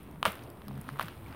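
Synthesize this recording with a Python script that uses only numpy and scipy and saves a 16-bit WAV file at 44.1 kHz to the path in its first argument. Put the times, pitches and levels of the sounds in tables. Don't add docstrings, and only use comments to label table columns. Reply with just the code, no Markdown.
import sys
import numpy as np
from scipy import signal
from scipy.io import wavfile
from scipy.ndimage import uniform_filter1d

SR = 44100
rng = np.random.default_rng(int(sys.argv[2]) if len(sys.argv) > 2 else 0)


def natural_amplitude(level_db):
    exponent = np.asarray(level_db, float) / 20
    return 10 ** exponent


def master_out(mix):
    frames = np.transpose(np.atleast_2d(mix))
    ceiling = np.clip(frames, -1, 1)
    pcm = np.round(ceiling * 32767).astype(np.int16)
    wavfile.write(sys.argv[1], SR, pcm)


N = 59535

# start in seconds, peak in dB, cavity in Hz, ring in ms, snap in dB.
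BUBBLE_POPS = [(.159, -40.5, 810, 1, -7), (0.2494, -31.5, 1200, 0.51, -10),
               (0.2285, -12.5, 1080, 1.16, 0.5), (0.2534, -11, 1026, 1.07, -0.5),
               (.2570, -11, 1264, 1.16, -18), (0.2599, -17.5, 950, 0.47, 9), (0.2618, -21.5, 595, 4.4, 2),
               (.2800, -25, 1070, 2.1, 20), (0.619, -37.5, 1200, 0.88, -2), (0.682, -39, 1140, 1.5, -4),
               (.7105, -35, 810, 1.17, -10), (0.777, -39.5, 1170, 0.82, -9), (0.89, -23, 1324, 1, -18),
               (0.9595, -37, 1080, 1.1, -19), (0.9692, -34.5, 1010, 1, -26), (0.9889, -34, 1310, 1.4, -8),
               (.9958, -15, 1170, 1.27, -11), (1.01, -21, 1300, 0.82, -12), (1.0119, -28, 1230, 1.6, -7),
               (1.014, -30, 1090, 0.59, -10), (1.026, -34.5, 1670, 3, 2), (1.083, -27, 1350, 0.91, -5.5),
               (1.261, -45, 2250, 3.1, -25), (1.327, -42, 1520, 1.2, -15)]
# start in seconds, peak in dB, centre in Hz, dull part in dB.
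FILM_TICKS = [(0.0303, -44.5, 13500, -13), (0.1105, -48, 14500, -0.5), (0.2273, -29.5, 9260, -20),
              (0.2523, -22, 9130, 2), (0.2594, -34, 9200, -16), (0.2836, -39, 15500, -2),
              (0.3052, -42, 13100, -11), (0.319, -34, 9600, -10), (0.3538, -40.5, 9600, -2),
              (0.4351, -43.5, 11100, 6), (0.5004, -39, 8930, -4.5), (0.616, -55, 12500, -4),
              (0.6812, -35, 13600, 2.5), (0.777, -48, 12700, 3), (0.8124, -36.5, 10000, -26),
              (0.8881, -38.5, 10000, -12), (0.9293, -46.5, 9900, -1), (0.99, -46, 9890, -5),
              (0.9947, -32, 9600, -8), (1.0087, -31.5, 12200, -8), (1.013, -40, 9800, -6),
              (1.0267, -30.5, 10360, -3), (1.046, -50, 10900, -13), (1.0578, -42, 8850, -5),
              (1.0827, -42.5, 14900, -2), (1.2805, -48.5, 14200, 1)]
SHARP_TICKS_S = (.228, .253, .353, .682, .813, .995)
# time in seconds, level in dB, brightness in dB.
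CRUMPLE_CURVE = [(0, -59.5, -10), (.14, -62.5, -24), (.25, -75.5, 13), (.258, -26.5, -14.5),
                 (.29, -39.5, -12), (.33, -46.5, -12.5), (.4, -55.5, -10), (.55, -65.5, -8),
                 (.7, -62, -9.5), (.86, -57, -9), (.98, -55, -10.5), (1.015, -39, -16), (1.05, -50, -9.5),
                 (1.1, -52.5, -13.5), (1.2, -62, -4.5), (1.27, -56.5, -11), (1.35, -53, -15)]
# centre in Hz, width in Hz, level in dB.
FILM_MODES = [(553, 353, -0.5), (1200, 536, 2.5), (2550, 1630, -3), (3990, 2240, -15)]
# centre in Hz, width in Hz, level in dB.
SHEEN_MODES = [(5600, 2200, -24), (9020, 1080, -2), (11770, 1900, -1.5), (14040, 2050, 0.5),
               (15500, 1860, -2.5)]
# time in seconds, slip rate in Hz, level in dB, upper mode share (0-1).
RUB_CURVE = [
    (.61, 70, -66, .8),
    (.635, 70.5, -46, .7),
    (.7, 68.5, -39, .55),
    (.74, 68, -42, .2),
    (.79, 67, -41, .05),
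    (.83, 66, -56, .3),
    (.9, 70, -54, .2),
    (.932, 69, -40, .05),
    (.98, 68, -54, .2),
]
# centre in Hz, width in Hz, level in dB.
PARCEL_MODES = [(146.6, 46, 2.5), (195, 24, 1), (262, 27, -14.5), (328, 150, -15)]
# time of peak in seconds, peak in dB, pitch in Hz.
PARCEL_THUDS = [
    (.272, -36.5, 95),
    (.282, -32, 195),
    (.81, -44.5, 222),
    (.885, -40, 257.5),
    (1.04, -37, 182.6),
]
# frequency in Hz, density in dB per Hz.
ROOM_SPECTRUM = [(25, -22.5), (60, 0.5), (110, -1), (220, -2.5), (500, -13.5), (1200, -20), (3000, -38),
                 (6500, -59)]

STEADY_TOP_HZ, TOP_HZ = 15800, 16600
THUD_MS = 11.34


def band(x, hz, width_hz):
    centre_hz = min(hz, .45 * SR)
    return signal.lfilter(*signal.iirpeak(centre_hz, hz / width_hz, SR), x)


def body(x, modes):
    return sum((-1) ** k * natural_amplitude(db) * band(x, hz, width_hz)
               for k, (hz, width_hz, db) in enumerate(modes))


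def cut(x, hz, order=10):
    return signal.sosfilt(signal.ellip(order, .5, 65, hz, fs=SR, output="sos"), x)


def unit(x):
    return x / np.sqrt(np.mean(x ** 2))


def curve(table, column):
    points = np.array(table)
    return np.interp(np.arange(N) / SR, points[:, 0], points[:, column])


def add(out, start_s, x, peak_db):
    i = int(start_s * SR)
    out[i:i + len(x)] += (x * natural_amplitude(peak_db) / np.abs(x).max())[:N - i]


def walk(rate_hz):
    size = int(SR / rate_hz)
    return unit(uniform_filter1d(uniform_filter1d(rng.standard_normal(N), size), size))


def ring(hz, peak_ms, size, order=3):
    t = np.arange(size) / SR
    u = t / peak_ms * 1000
    return -(u * np.exp(1 - u)) ** order * np.sin(2 * np.pi * hz * t)


def random_hits(rate_hz, spread_db):
    return (rng.random(N) < rate_hz / SR) * natural_amplitude(spread_db * rng.exponential(size=N))


def pops():
    snap_ratio, snap_ms, snap_lag_ms = 2.74, .11, .3
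    out = np.zeros(N)
    for start_s, peak_db, hz, ring_ms, snap_db in BUBBLE_POPS:
        snap = ring(hz * snap_ratio, snap_ms, size=900, order=.4)
        snap = np.roll(snap, int(snap_lag_ms * SR / 1000))
        cavity = ring(hz, 0.64 * ring_ms, size=900)
        add(out, start_s, cavity + natural_amplitude(snap_db) * snap, peak_db)
    return out


def ticks():
    decay_ms = 0.58
    out, t = np.zeros(N), np.arange(400) / SR
    noises = rng.standard_normal((len(FILM_TICKS), 400))
    for (start_s, peak_db, hz, dull_db), noise in zip(FILM_TICKS, noises):
        burst = noise * np.exp(-t * 1000 / decay_ms)
        sharp = np.abs(np.array(SHARP_TICKS_S) - start_s).min() < .004
        if not sharp:
            burst = cut(burst, STEADY_TOP_HZ)
        dull = band(band(burst, 5330, 1400), 5300, 2100)
        tick = body(burst, SHEEN_MODES) + 2.2 * band(burst, hz, 1270) + natural_amplitude(dull_db) * dull
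        add(out, start_s + .001, tick, peak_db)
    return out


def creases():
    rate_hz, spread_db, decay_ms = 64, 1.9, 0.96
    hits = random_hits(rate_hz, spread_db)
    env = signal.lfilter([1], [1, -np.exp(-1000 / decay_ms / SR)], hits)
    return unit(cut(band(env * rng.standard_normal(N), 3030, 2100), 5350, order=4))


def crackle():
    rate_hz, spread_db, grain_ms, crease_db = 6000, 2.5, .6, -11.5
    hits = random_hits(rate_hz, spread_db)
    power = signal.lfilter([1], [1, -np.exp(-2000 / grain_ms / SR)], hits ** 2)
    env = np.sqrt(np.abs(power / (1e-9 + uniform_filter1d(power, size=600))))
    dull = unit(body(env * rng.standard_normal(N), FILM_MODES))
    bright = unit(body(env * rng.standard_normal(N), SHEEN_MODES))
    level_db, bright_db = curve(CRUMPLE_CURVE, 1), curve(CRUMPLE_CURVE, 2)
    lone = natural_amplitude(crease_db - np.maximum(level_db + 54, 0)) * creases()
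    return natural_amplitude(level_db) * (dull + lone + bright * natural_amplitude(bright_db))


def rub():
    phase = np.cumsum(curve(RUB_CURVE, 1) * (1 + 0.0096 * walk(57))) / SR
    slips = np.diff(np.floor(phase), prepend=0) * natural_amplitude(1.0 * walk(48))
    upper = np.clip(curve(RUB_CURVE, 3), 0, 1)
    modes = [natural_amplitude(db) * unit(band(band(slips, hz, width_hz), hz, 2 * width_hz))
             for hz, width_hz, db in PARCEL_MODES]
    groan = (1 - upper) * modes[0] + upper * modes[1] + modes[2] + modes[3]
    t = np.arange(N) / SR
    start_s, end_s, release_s = RUB_CURVE[0][0], RUB_CURVE[-1][0], 0.032
    gate = (t > start_s) * np.exp(-np.maximum(t - end_s, 0) / release_s)
    return groan * natural_amplitude(curve(RUB_CURVE, 2)) * gate


def thuds():
    out = np.zeros(N)
    for peak_s, peak_db, hz in PARCEL_THUDS:
        add(out, peak_s - THUD_MS / 1000, ring(hz, THUD_MS, size=5000), peak_db)
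    return out


def room():
    rumble_db, hiss_db, flicker_db = -47, -68.5, 2.93
    rumble, spectrum = 0, np.array(ROOM_SPECTRUM)
    for hz in 28 * 2 ** np.arange(0, 8.1, .5):
        db = np.interp(np.log(hz), np.log(spectrum[:, 0]), spectrum[:, 1]) + flicker_db * walk(8.9)
        rumble = rumble + natural_amplitude(db) * band(band(rng.standard_normal(N), hz, hz / 2), hz, hz / 2)
    hiss = unit(body(rng.standard_normal(N), SHEEN_MODES))
    return natural_amplitude(rumble_db) * unit(rumble) + natural_amplitude(hiss_db) * hiss


def side_noise(mid, lo_hz, hi_hz, db):
    sos = signal.butter(4, (lo_hz, hi_hz), "band", fs=SR, output="sos")
    power = uniform_filter1d(signal.sosfilt(sos, mid) ** 2, size=130)
    swell = np.sqrt(np.abs(power)) ** 0.53
    return natural_amplitude(db) * swell * unit(signal.sosfilt(sos, rng.standard_normal(N)))


def near_space():
    echo_s, echo_db, tail_db, tail_ms = .0017, -20, -19.5, 14
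    t = np.arange(2000) / SR
    space = natural_amplitude(tail_db) * 0.064 * rng.standard_normal(2000) * np.exp(-t * 1000 / tail_ms)
    space = cut(space, STEADY_TOP_HZ)
    space[int(echo_s * SR)] += natural_amplitude(echo_db)
    space[0] = 1
    return space


def scene():
    hits = pops() + ticks()
    hits = signal.fftconvolve(hits, near_space())[:N]
    mid = hits + cut(crackle() + rub() + thuds() + room(), STEADY_TOP_HZ)
    side = side_noise(mid, 205, 3400, -59.5) + side_noise(mid, 9050, STEADY_TOP_HZ, -40.5)
    return np.array([mid + side, mid - side]) - .0007


def top_cut(x):
    return signal.sosfilt(signal.butter(12, 16850, fs=SR, output="sos"), x)


def record(dry):
    mix = cut(dry, TOP_HZ)
    return top_cut(mix)


dry = scene()
out = record(dry)
master_out(out)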